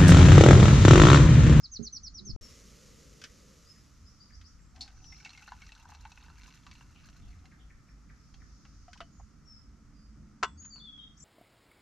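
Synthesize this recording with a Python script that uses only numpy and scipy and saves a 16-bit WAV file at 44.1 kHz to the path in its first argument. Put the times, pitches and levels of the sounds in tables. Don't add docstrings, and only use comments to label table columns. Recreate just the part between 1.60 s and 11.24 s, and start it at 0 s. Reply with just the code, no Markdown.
import sys
import numpy as np
from scipy import signal
from scipy.fft import rfft, irfft, next_fast_len
from scipy.io import wavfile
from scipy.ndimage import uniform_filter1d

SR = 44100
rng = np.random.default_rng(int(sys.argv[2]) if len(sys.argv) > 2 else 0)


def wav_record(signal):
    frames = np.transpose(np.atleast_2d(signal))
    bounded = np.clip(frames, -1, 1)
    quanta = np.round(bounded * 32767).astype(np.int16)
    wavfile.write(sys.argv[1], SR, quanta)


N = 425124
TIME = np.arange(N) / SR
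FFT_SIZE = next_fast_len(N)
BIN_HZ = np.fft.rfftfreq(FFT_SIZE, 1 / SR)
OCTAVE = np.log2(np.maximum(BIN_HZ, 1))
OUTSIDE_UNTIL_S, INSIDE_FROM_S = .763, .811

# t/s, f/Hz, width/Hz
MUG_AIR = [(3.1, 723, 90), (3.8, 826, 116), (4.4, 910, 155), (5.25, 1010, 171), (5.4, 636, 35),
           (5.9, 758, 25), (7.2, 815, 50)]


def from_db(db):
    return np.exp(np.asarray(db) * (np.log(10) / 20))

def rms_one(x):
    return x / np.sqrt(np.mean(x ** 2) + 1e-20)

def in_time(rows):
    s, *columns = np.transpose(rows)
    return [np.interp(TIME, s, c) for c in columns]

def add(out, s, sound):
    start = round(s * SR)
    out[start:start + len(sound)] += sound[:max(N - start, 0)]

def panned(x, left_db):
    return x * from_db(np.array([[left_db], [-left_db]]) / 2)

def narrowed(x, width):
    mid = x.mean(axis=0)
    return mid + width * (x - mid)

def filtered(x, order, hz, kind="low"):
    return signal.sosfilt(signal.butter(order, hz, kind, fs=SR, output="sos"), x)

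def response(colour):
    hz, db = np.transpose(colour)
    octaves_outside = np.abs(OCTAVE - np.clip(OCTAVE, np.log2(hz[0]), np.log2(hz[-1])))
    return from_db(np.interp(OCTAVE, np.log2(hz), db) - 38 * octaves_outside)

def coloured(x, colour):
    return rms_one(irfft(rfft(x, FFT_SIZE) * response(colour), FFT_SIZE)[..., :N])

def noise(colour):
    # f/Hz, likeness/0-1
    likeness = [(40, 0.85), (200, 0.94), (500, 0.42), (1400, 0.84), (4000, 0.21), (7000, 0.051),
                (14000, 0.13)]
    alike = np.clip(np.interp(BIN_HZ, *np.transpose(likeness)), 0, 1)
    mid, side = rfft(rng.standard_normal((2, FFT_SIZE)))
    pair = np.sqrt(1 + alike) * mid + np.sqrt(1 - alike) * side * [[1], [-1]]
    return rms_one(irfft(pair * response(colour), FFT_SIZE)[:, :N])

def drift(per_s):
    points = rng.standard_normal(size=8000)
    return np.interp(TIME * per_s, np.arange(len(points)), points)

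def grains(per_s, spread_db):
    happens = rng.random(N) < per_s / SR
    size = from_db(spread_db * np.minimum(rng.exponential(1, N), 4))
    return happens * size * rng.choice([-1, 1], N)

def ring(clicks, hz, t60):
    r, w = from_db(-60 / (t60 * SR)), 2 * np.pi * hz / SR
    return signal.lfilter([0, np.sin(w)], [1, -2 * r * np.cos(w), r * r], clicks + 1e-18)

def fading(clicks, t60):
    return np.sqrt(signal.lfilter([1], [1, -from_db(-120 / (t60 * SR))], clicks ** 2 + 1e-24))

def resonance(x, hz, width_hz):
    r = np.exp(-np.pi * width_hz / SR)
    feedback = [1, -2 * r * np.cos(2 * np.pi * hz / SR), r * r]
    return signal.lfilter(np.array([1, 0, -1]) * (1 - r * r) / 2, feedback, x + 1e-18)

def pitched_noise(samples, hz, width_hz):
    return rms_one(resonance(resonance(rng.standard_normal(samples), hz, width_hz), hz, width_hz))

def echoes(x, t60, delay_s):
    t = TIME[:SR]
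    tail = rng.standard_normal((2, SR)) * from_db(-60 * t / t60) * (t > delay_s)
    tail /= np.sqrt(np.sum(tail ** 2, axis=1, keepdims=True))
    return signal.fftconvolve(np.atleast_2d(x), tail, axes=1)[:, :N]


def far_road():
    # t/s, level/dB
    rumble_level = [(0, -58), (.75, -52.5), (1.3, -61.5), (2.5, -58.5), (3.6, -59.5), (4.1, -57),
                    (4.7, -58.5), (5.7, -53), (6.2, -58.5), (6.9, -53.5), (9.64, -60)]
    drone_level = [(0, -65.5), (.8, -63), (2.2, -64.5), (4.2, -66.5), (5.4, -63), (6.2, -63.5),
                   (8.0, -63.5), (8.8, -59.5), (9.64, -62)]
    # f/Hz, level/dB
    rumble_colour = [(20, -3.5), (32, -9), (42, -10), (52, 6), (62, -7.5), (72, -4), (95, -9.5), (140, -18)]
    drone_colour = [(90, -22.5), (130, 3.5), (220, -2), (290, -5.5), (380, -16), (550, -25), (900, -24.5)]
    tyre_colour = [(450, -8), (850, -10.5), (1100, -3), (1290, 3.5), (1550, -5), (2000, -7), (2700, -14),
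                   (4000, -20), (8000, -17)]
    rumble_db, drone_db = in_time(rumble_level) + in_time(drone_level)
    rumble = from_db(rumble_db + 3 * drift(14)) * noise(rumble_colour)
    drone = from_db(drone_db + 2.7 * drift(14)) * noise(drone_colour)
    tyres = from_db(np.where(TIME < OUTSIDE_UNTIL_S, -72.5, -71.5)) * noise(tyre_colour)
    return panned(rumble, -.92) + panned(drone, -1.3) + tyres

def dawn_chorus():
    # f/Hz, level/dB
    colour = [(3000, -16), (4100, -8), (4800, 0), (5500, 2.5), (6800, -1.5), (7800, -31), (9000, -45)]
    # middle t/s, half length/s, level/dB
    phrases = [(2.652, 0.35, -70.5), (3.5, 0.21, -66.5), (7.094, 0.56, -69)]
    steady = from_db(np.where(TIME < OUTSIDE_UNTIL_S, -66.5, -77.5))
    swells = sum(from_db(db) * np.exp(-((TIME - s) / half) ** 2) for s, half, db in phrases)
    return panned(np.hypot(steady, swells) * from_db(0.65 * drift(6.8)) * noise(colour), -.68)

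def engine_hum():
    # f/Hz, width/Hz, level/dB
    notes = [(141.4, 14, -9.5), (214.2, 12.8, 0), (283, 3, -7.5)]
    # t/s, level/dB
    level = [(6.5, -84), (7.5, -69), (8.2, -65.5), (8.9, -61), (9.3, -64.5), (9.64, -74)]
    hum_db, = in_time(level)
    hum = sum(from_db(db) * pitched_noise(N, hz, width) for hz, width, db in notes)
    return panned(from_db(hum_db) * hum, -2.2)

def song(notes, turn, waver, flutter_db, overtone_db=-62, sag=1.0):
    out, wobble, flutter = np.zeros(N), drift(500), drift(90)
    for s, length, start_hz, turn_hz, end_hz, db in notes:
        progress = np.linspace(0, 1, max(round(length * SR), 64))
        here = (round(s * SR) + np.arange(len(progress))) % N
        after_turn = np.maximum(progress - turn, 0) / (1 - turn)
        hz = np.interp(progress, [0, turn], [start_hz, turn_hz]) + (end_hz - turn_hz) * after_turn ** sag
        hz = uniform_filter1d(hz, size=len(hz) // 8) * (1 + waver * wobble[here])
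        phase = 2 * np.pi * np.cumsum(hz) / SR
        swell = np.abs(np.sin(np.pi * progress)) ** 0.56 * from_db(db + flutter_db * flutter[here])
        add(out, s, swell * (np.sin(phase) + from_db(overtone_db) * np.sin(2 * phase)))
    return out

def jackdaw(glide_hz=(2400, 1900, 1280), length_s=0.031):
    # t/s, level/dB
    caws = [(2.148, -66), (2.696, -62), (2.985, -62), (5.723, -62.5), (5.911, -59), (6.096, -58.5),
            (6.283, -61), (6.49, -54.5), (6.8, -58)]
    notes = [(s, length_s, *glide_hz, db) for s, db in caws]
    tone = song(notes, turn=.45, waver=.09, flutter_db=2, overtone_db=-24)
    hoarse = tone * (.45 + .6 * from_db(1) * drift(800))
    return hoarse + from_db(0.5) * echoes(hoarse, 0.59, 0.0031)

def tree_birds(far_db=-63.5, field_edge_s=0.079):
    # t/s, length/s, start f/Hz, turning f/Hz, end f/Hz, level/dB
    whistles = [(.81, 0.068, 5410, 5450, 5530, -52.5), (2.055, .03, 4680, 4850, 5260, -62),
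                (2.09, 0.025, 5100, 5180, 5190, -53), (2.57, 0.11, 4740, 4840, 4600, -75),
                (2.98, 0.098, 7300, 7560, 7400, -74.5), (3.42, 0.083, 6050, 5850, 5860, -57),
                (3.44, 0.17, 5540, 5460, 5360, -58.5), (3.5, 0.112, 5820, 5760, 5760, -62),
                (3.345, 0.06, 5900, 6000, 6030, -67), (5.355, 0.011, 3350, 2800, 2190, -56),
                (5.615, 0.025, 3730, 3560, 2800, -70.5), (5.99, 0.022, 3800, 3430, 2650, -67.5),
                (6.26, 0.052, 5150, 5400, 5470, -73), (6.57, 0.086, 5200, 5300, 5350, -74),
                (7.51, 0.1, 6820, 6750, 6600, -68.5), (7.85, 0.14, 5620, 5410, 5190, -56),
                (8.32, 0.16, 4800, 4860, 4830, -72.5), (8.845, 0.051, 7850, 7780, 7500, -68),
                (8.972, 0.025, 4720, 4590, 4580, -63), (8.975, 0.12, 6520, 6700, 6850, -48.5),
                (9.09, 0.01, 6930, 6770, 6300, -57), (9.101, 0.08, 4840, 4550, 4630, -49.5),
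                (9.155, 0.033, 4500, 4400, 4260, -49.5), (9.184, 0.018, 4250, 4020, 3850, -64),
                (9.197, 0.021, 3650, 3500, 3420, -53), (9.213, 0.057, 3450, 3547, 3506, -47),
                (9.253, 0.064, 3460, 3400, 3292, -48), (9.318, 0.062, 3430, 3350, 3310, -51),
                (9.376, 0.039, 3380, 3234, 3140, -48.5), (9.425, 0.029, 3230, 3240, 3360, -50),
                (9.385, 0.078, 3820, 3690, 3640, -58), (9.567, 0.018, 4780, 5700, 7700, -57),
                (9.584, 0.035, 7600, 7860, 7450, -59), (9.598, 0.015, 7340, 6400, 5150, -49),
                (9.62, 0.024, 7100, 7100, 7900, -47.5)]
    chirps = [(2.452, 0.051, 4970, 5240, 6030, -60.5), (2.6, 0.029, 4580, 4730, 5350, -55.5),
              (2.72, .04, 4380, 4950, 6520, -57), (2.84, 0.047, 4280, 5200, 7000, -58)]
    calls = song(whistles, turn=.35, waver=.004, flutter_db=1.6)
    calls += song(chirps, turn=.45, waver=.012, flutter_db=2, sag=1.3)
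    strength = np.sqrt(np.abs(uniform_filter1d(calls ** 2, size=SR // 20)))
    nearness = strength / (strength + from_db(far_db))
    trees = from_db(4.5) * echoes(calls * (1.2 - nearness), 0.37, 0.004)
    field_edge_echo = from_db(-15) * np.interp(TIME - field_edge_s, TIME, calls)
    return panned(calls * (.5 + .5 * nearness), 5.2) + trees + field_edge_echo

def near_trill():
    # t/s, upper length/s, upper top f/Hz, upper end f/Hz, lower f/Hz, lower end f/Hz,
    # lower level/dB, rasp level/dB
    syllables = [(0.115, 0.04, 6640, 5500, 5040, 3870, -36, -53),
                 (0.226, 0.038, 6660, 5480, 4820, 3910, -37, -54),
                 (0.324, 0.035, 6170, 5600, 5760, 4100, -37, -53),
                 (0.431, 0.034, 6140, 5150, 4930, 4030, -40, -48),
                 (0.54, 0.04, 6050, 5050, 4800, 3730, -41.5, -48),
                 (0.649, 0.046, 6460, 5200, 5250, 4150, -40.5, -42.5)]
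    strokes = [(0.032, 0.035, 4760, 5520, 3840, -42.5)]
    sweeps, rasps = [], []
    for s, length, upper_hz, upper_end_hz, lower_hz, end_hz, db, rasp_db in syllables:
        join = s + length
        strokes.append((s, length + 0.002, .955 * upper_hz, upper_hz, upper_end_hz, db - 4))
        strokes.append((join, 0.021, 1.01 * lower_hz, lower_hz, end_hz, db))
        sweeps.append((join - 0.001, 0.009, 3880, 4450, 5200, db - 14))
        rasps.append((join - 0.015, 0.038, 5820, 5370, 4910, rasp_db))
    trill = song(strokes, turn=.18, waver=.005, flutter_db=1.3, sag=.85)
    trill += song(rasps, turn=.4, waver=.035, flutter_db=2, overtone_db=-50)
    trill += song(sweeps, turn=.4, waver=.025, flutter_db=2.5, overtone_db=-50)
    off_tent = from_db(-11) * echoes(trill, .03, .001)
    return panned(trill, -1.6) + off_tent + from_db(-7) * echoes(trill, 0.11, 0.0022)

def floor_thumps(ground_hz=60.6, ground_t60=0.51):
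    # t/s, level/dB, f/Hz, t60/s, left minus right/dB
    thumps = [(0.19, -31.5, 226, 0.15, -24.5), (0.594, -54, 201.7, 0.57, -24.5),
              (0.664, -45, 210, 0.061, 36), (0.691, -28.5, 116.3, 0.069, -22), (0.729, -34, 36.1, 0.25, 23),
              (8.828, -34.5, 217, 0.074, -4)]
    out, t = np.zeros((2, N)), TIME[:SR // 2]
    for s, db, hz, t60, left_db in thumps:
        tone = np.sin(2 * np.pi * hz * t) + from_db(-8.5) * np.sin(2 * np.pi * 1.82 * hz * t)
        flap = resonance(rng.standard_normal(len(t)), hz * 0.5, hz * 0.85)
        flap = rms_one(resonance(flap, hz * 0.48, hz * 0.99))
        sheet = from_db(db - 60 * t / t60) * (1 - np.exp(-t / 0.0087)) * (0.76 * tone + 0.32 * flap)
        ground = from_db(db - 14 - 60 * t / ground_t60) * np.sin(2 * np.pi * ground_hz * t)
        for side, sound in zip(out, panned(sheet, left_db) + ground):
            add(side, s, sound)
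    return filtered(out, 4, 520)

def flame_puffs(length_s=0.12, flutter_hz=76, waver=0.1407):
    # t/s, level/dB
    puffs = [(2.45, -52), (2.82, -52.5), (3.19, -50.5), (4.01, -54.5), (4.33, -50.5), (4.45, -54),
             (5.78, -49.5), (7.6, -52.5), (8.11, -53.5), (8.97, -47.5)]
    swell = sum(from_db(db) * np.exp(-(2 * (TIME - s) / length_s) ** 2) for s, db in puffs)
    phase = 2 * np.pi * np.cumsum(flutter_hz * (1 + waver * drift(54))) / SR
    return swell * np.sin(phase)

def simmering():
    # t/s, relative level/dB
    sizzle_level = [(.82, -72.5), (1.04, -74.5), (2.08, -79), (2.6, -88.5), (3.4, -91), (3.96, -83),
                    (4.3, -90), (4.85, -84.5), (6.2, -91), (8.7, -94.5), (9.0, -106), (9.64, -93)]
    boom_level = [(.8, -64), (1.5, -64), (1.9, -65), (2.3, -78.5), (2.8, -84)]
    # f/Hz, level/dB
    sizzle_colour = [(530, -37), (900, -17.5), (1140, -9), (1490, -13.5), (1620, -11.5), (2000, -8),
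                     (3320, -10.5), (5450, -4.5), (7060, -4.5), (8130, -15), (12700, -20.5), (15000, -28)]
    boom_colour = [(200, 1.5), (330, -8.5), (470, -1), (600, -7.5), (760, -24.5)]
    # f/Hz, width/Hz, relative level/dB
    wall_notes = [(2010, 69, 2), (2950, 120, 3), (4300, 51, -8), (5930, 130, 8), (7000, 35, -9)]
    sizzle_db, boom_db = in_time(sizzle_level) + in_time(boom_level)
    fizz = 1.2 * coloured(grains(5000, 2.3), sizzle_colour) + 0.3 * noise(sizzle_colour)
    wall = sum(from_db(db) * resonance(fizz, hz, width) for hz, width, db in wall_notes)
    sizzle = from_db(sizzle_db + 14) * panned(rms_one(fizz + 0.23 * wall), -0.25)
    boom = from_db(boom_db) * noise(boom_colour)
    return (sizzle + boom) * (TIME > INSIDE_FROM_S)

def sloshes(length_s=0.028, width_hz=330):
    # t/s, level/dB, f/Hz
    laps = [(7.35, -60, 920), (7.591, -56, 815)]
    out = np.zeros(N)
    swell = np.sin(np.linspace(0, np.pi, round(length_s * SR))) ** 2
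    for s, db, hz in laps:
        add(out, s, from_db(db) * swell * pitched_noise(len(swell), hz, width_hz))
    return out

def metal(hits, notes, colour, ring_db, crack_db, crack_t60, contact_hz):
    s, db = np.transpose(hits)
    at, clicks, ringing = np.round(s * SR).astype(int), np.zeros(N), 0
    for k, (hz, note_db, t60) in enumerate(notes):
        clicks[at] = from_db(db + note_db + ring_db + rng.normal(0, 1, len(at)))
        ringing = ringing + (-1) ** k * ring(clicks, hz, t60)
    clicks[at] = from_db(db + crack_db)
    crack = uniform_filter1d(fading(clicks, crack_t60), size=24) * narrowed(noise(colour), 0.49)
    return filtered(ringing, 4, contact_hz) + crack

def base_thud(hits, hz=1210, width_hz=560):
    s, db = np.transpose(hits)
    clicks = np.zeros(N)
    clicks[np.round(s * SR).astype(int)] = from_db(db + 4)
    swing = ring(clicks, hz, t60=np.log(1000) / (np.pi * width_hz))
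    return filtered(swing, 2, [500, 4000], "band")

def kettle_air(build_s=0.003):
    # t/s, level/dB, f/Hz, t60/s
    notes = [(7.2805, -43.5, 716, 0.076), (7.407, -38.5, 678, 0.094)]
    out, t = np.zeros(N), TIME[:SR // 4]
    for s, db, hz, t60 in notes:
        add(out, s, from_db(db - 60 * t / t60) * (1 - np.exp(-t / build_s)) * np.sin(2 * np.pi * hz * t))
    return out

def kettle_and_spoon():
    # t/s, relative level/dB
    scuffs = [(1.616, -48.5), (1.639, -41.5), (1.643, -53), (2.813, -58), (3.161, -58), (3.278, -54.5),
              (7.331, -50), (7.375, -57.5), (9.024, -65), (9.048, -60.5)]
    clinks = [(3.2085, -35), (3.216, -42)]
    knocks = [(7.281, -54.5), (7.405, -34.5)]
    clanks = [(8.8285, -24), (8.8322, -17), (8.8365, -26), (8.8392, -38), (8.8435, -23.5), (8.852, -34.5),
              (9.05, -56), (9.159, -51), (9.18, -55.5), (9.38, -56.5)]
    # f/Hz, relative level/dB, t60/s
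    scuff_notes = [(1543, 2, 0.067), (1920, -7, 0.16), (2550, 4, 0.054), (5900, -8, 0.089)]
    clink_notes = [(3557, -6.5, 0.057), (3940, -10, 0.16), (4350, -6.5, 0.15), (4510, -7.5, 0.13),
                   (5060, -11, 0.13), (5800, -16, 0.32), (7000, -15.5, 0.13), (9200, -31, 0.12)]
    knock_notes = [(1296, 8.5, 0.031), (1430, -5, 0.027), (1980, -8, 0.08), (2970, -10, 0.14),
                   (3080, -21, 0.17), (4460, -20, 0.19)]
    clank_notes = [(400, -16.5, 0.035), (645, -16, 0.054), (774, -10, 0.07), (918, -16, 0.16),
                   (1045, -4, 0.1), (1140, -18, 0.11), (1315, -9.5, 0.089), (1470, -4, 0.068),
                   (1510, -5.5, 0.082), (1950, -20, 0.13), (2760, -10, 0.029), (2920, -13, 0.073),
                   (3422, -26, 0.27), (3480, -24, 0.15), (4590, -34, 0.1), (6140, -31, 0.11)]
    # f/Hz, level/dB
    scuff_colour = [(410, -68), (700, -25), (1300, -6.5), (1550, 1), (1720, -1.5), (2340, -4.5),
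                    (2490, -13), (3020, 0.5), (3610, -4.5), (5810, -2), (15000, -45)]
    clink_colour = [(1180, -62), (2000, -23), (3320, -19), (4380, 4), (4770, -21), (5230, -5), (13900, -45),
                    (15000, -51)]
    knock_colour = [(240, -30), (370, -9), (977, -14), (1260, 0), (2210, -17), (2890, -7), (3780, -18),
                    (5480, -19.5), (14000, -54)]
    clank_colour = [(88, -61), (150, -28.5), (434, -5), (566, -31), (1040, -3), (1360, 2.5), (1610, -15.5),
                    (2630, -8), (3190, -15.5), (6810, -16.5), (8230, -33.5), (12500, -62), (14000, -89)]
    out = metal(scuffs, scuff_notes, scuff_colour,
                ring_db=-8.5, crack_db=2, crack_t60=0.078, contact_hz=7000)
    out += metal(clinks, clink_notes, clink_colour,
                 ring_db=-2, crack_db=-5.5, crack_t60=0.14, contact_hz=11000)
    out += metal(knocks, knock_notes, knock_colour,
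                 ring_db=-6.5, crack_db=-5, crack_t60=0.076, contact_hz=5400)
    out += metal(clanks, clank_notes, clank_colour,
                 ring_db=-8.5, crack_db=-3.5, crack_t60=0.035, contact_hz=6400)
    out += base_thud(clanks) + kettle_air()
    return panned(out, 1.1) + from_db(-20.5) * echoes(out, 0.2, 0.0012)

def mug(x, fill, damping=0.016):
    # f/Hz, width/Hz, level/dB
    notes = [(1490, 70, 2.5), (2087, 60, -9), (2270, 14, 2), (2650, 63, -3), (2723, 43, 5), (4190, 28, 6.5),
             (3970, 450, -1.5), (4500, 30, 4), (5100, 120, -6), (5790, 100, 6)]
    wall = sum(from_db(db) * resonance(x, hz, width + damping * hz * fill) for hz, width, db in notes)
    return 0.84 * x + wall

def bubbles(per_s=110, cycles=35, rise=0.065):
    out, births = np.zeros(N), grains(per_s, 2.1)
    for at in np.flatnonzero(births):
        hz = np.exp(rng.uniform(np.log(1100), np.log(5000)))
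        age = np.linspace(0, 1, round(cycles * SR / hz))
        tone = np.sin(2 * np.pi * cycles * age * (1 + rise * age))
        add(out, at / SR, births[at] * tone * from_db(-45 * age) * np.minimum(age * 20, 1))
    return rms_one(out)

def mug_air(block=2048):
    hz, width_hz = in_time(MUG_AIR)
    spin = np.exp(2j * np.pi * np.cumsum(hz) / SR)
    drops, state = grains(350, 3.2) / spin, [0j]
    for i in range(0, N, block):
        r = np.exp(-np.pi * width_hz[i] / SR)
        part = slice(i, i + block)
        drops[part], state = signal.lfilter([np.sqrt(1 - r * r)], [1, -r], drops[part] + 1e-18, zi=state)
    air = filtered((drops * spin).real, 4, 650, "high")
    return rms_one(resonance(air, 810, 680))

def splashes(t60=0.047, fill_from_s=5, fill_s=1.5):
    # t/s, level/dB, then against that gulp/dB, slap/dB, spatter/dB; strongest ring f/Hz
    events = [(3.442, -48, -20, -15, -8.5, 3140), (3.523, -42.5, -19, -4.5, -16, 2090),
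              (3.601, -49.5, -28, -4, -8, 2300), (3.649, -37, -24, -5, -10, 2630),
              (3.658, -37, -12.5, -5, -15, 2240), (3.673, -45, -23, -7, -13, 2140),
              (3.693, -40, -20, -15, -10, 4100), (3.704, -42.5, -18.5, -14, -8, 4300),
              (3.732, -44, -21, -8, -11, 2640), (3.749, -45, -18, -5.5, -23, 2130),
              (3.775, -39.5, -19, -8.5, -13, 2120), (3.792, -47, -17, -9, -14, 2110),
              (3.824, -42.5, -19, -9, -15, 2580), (3.878, -40, -5, -14, -21, 1420),
              (3.92, -31, -8, -23.5, -28, 910), (3.931, -49, -10, -19, -18, 1500),
              (4.019, -39, -21, -7.5, -16.5, 2200), (4.066, -44.5, -29, -16, -9, 2530),
              (4.091, -48, -19, -5, -12, 1880), (4.12, -39, -21, -9.5, -13, 2670),
              (4.151, -48, -16, -21, -6.5, 1335), (4.163, -48, -9, -22, -20, 1530),
              (4.199, -52, -13, -11, -17, 2720), (4.255, -44.5, -5, -25, -31, 937),
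              (4.292, -50.5, -1, -23, -23, 894), (4.319, -41, -7.5, -16.5, -32, 840),
              (4.349, -43.5, -13, -15, -11, 851), (4.41, -55.5, -21, -19, -4, 4100),
              (4.452, -36.5, -6.5, -13.5, -25, 890), (4.518, -41.5, -15, -12, -11.5, 2600),
              (4.575, -41.5, -14, -9, -23, 2580), (4.617, -59, -21, -6, -22, 2770),
              (4.661, -52, -8, -12, -14, 1010), (4.683, -49, -7, -21, -20, 1540),
              (4.7, -47, -7, -20, -17, 1320), (4.833, -47.5, -14, -10, -11.5, 1500),
              (4.861, -50.5, -12, -7, -9, 2740), (4.879, -46.5, -10, -21, -10, 1020),
              (5.066, -40.5, -10, -12.5, -14, 1090), (5.113, -42, -19, -10.5, -10, 4400),
              (5.153, -47, -17, -10, -12, 2735), (5.209, -46.5, -9, -9, -22, 2760),
              (5.487, -46.5, -12, -14, -12, 2780), (5.855, -47.5, -15, -9, -12, 2100),
              (6.742, -40.5, -23, -19, -17, 3250), (7.052, -50, -8, -8, -15, 1314)]
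    # low f/Hz, high f/Hz, gain/dB
    bands = [(743, 1810, -6.5), (1800, 2880, -7.5), (3430, 6900, -7.5)]
    out, t = np.zeros(N), TIME[:SR // 6]
    air_s, air_hz, air_width = np.transpose(MUG_AIR)
    for s, db, *parts_db, ring_hz in events:
        burst = rng.standard_normal(len(t)) * from_db(-60 * t / t60)
        burst[:4] += 2.2
        fill = np.clip((s - fill_from_s) / fill_s, 0, 1)
        for part_db, (low, high, band_db) in zip(parts_db, bands):
            hit = filtered(burst, 3, [low, high], "band")
            air = resonance(hit, np.interp(s, air_s, air_hz), np.interp(s, air_s, air_width))
            sound = mug(hit, fill) + 1.6 * air + 5 * resonance(hit, ring_hz, width_hz=85)
            add(out, s, from_db(db + part_db + band_db) * sound / np.std(sound[:SR // 50]))
    return out

def pouring(start_s=3.15, end_s=7.25, spurt_db=3.5):
    # t/s, relative level/dB
    stream_level = [(3.15, -68), (3.45, -71), (3.72, -60.5), (4.0, -65.5), (4.5, -67.5), (4.9, -63),
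                    (5.02, -73), (5.15, -64), (5.3, -69), (5.5, -64), (5.7, -74), (6.4, -100), (7.2, -78)]
    air_level = [(3.16, -56.5), (3.29, -61), (3.38, -76), (3.9, -64.5), (4.05, -76), (4.25, -64),
                 (5.15, -73.5), (5.8, -74), (6.3, -90)]
    # f/Hz, level/dB
    patter_colour = [(700, -3), (1100, 3), (1500, 6.5), (2100, 5), (2700, 6.5), (3400, -1), (4300, 2),
                     (5200, -9), (6200, 4), (8300, -43), (12500, -28), (15000, -36)]
    tick_colour = [(1500, 2), (2700, -6.5), (4400, -3), (6500, 3.5), (8500, -12.5), (13000, -14),
                   (15000, -22)]
    air_db, stream_db = in_time(air_level) + in_time(stream_level)
    flowing = uniform_filter1d(1. * ((TIME > start_s) & (TIME < end_s)), size=SR // 50)
    strength = flowing * from_db(stream_db + spurt_db * drift(16))
    patter = 0.48 * coloured(grains(260, 3.2), patter_colour) + 0.47 * bubbles()
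    out = mug(strength * patter, fill=0.39) + splashes()
    out += flowing * from_db(air_db - 5 + 2 * drift(13)) * mug_air()
    ticks = rms_one(fading(grains(38, 1.5), t60=0.057) * noise(tick_colour))
    return panned(out, 0.56) + from_db(-14.5) * echoes(out, 0.14, 0.0078) + strength * from_db(-5.5) * ticks

def scene():
    outside = far_road() + dawn_chorus() + engine_hum() + near_trill() + tree_birds() + jackdaw()
    tent = floor_thumps() + simmering() + flame_puffs() + pouring() + sloshes() + kettle_and_spoon()
    return outside + tent

def record(dry, top_hz=15688):
    audible = uniform_filter1d(1. * ((TIME < OUTSIDE_UNTIL_S) | (TIME > INSIDE_FROM_S)), size=24)
    return signal.sosfilt(signal.cheby2(12, 70, top_hz, fs=SR, output="sos"), dry * audible)


dry = scene()
out = record(dry)
wav_record(out)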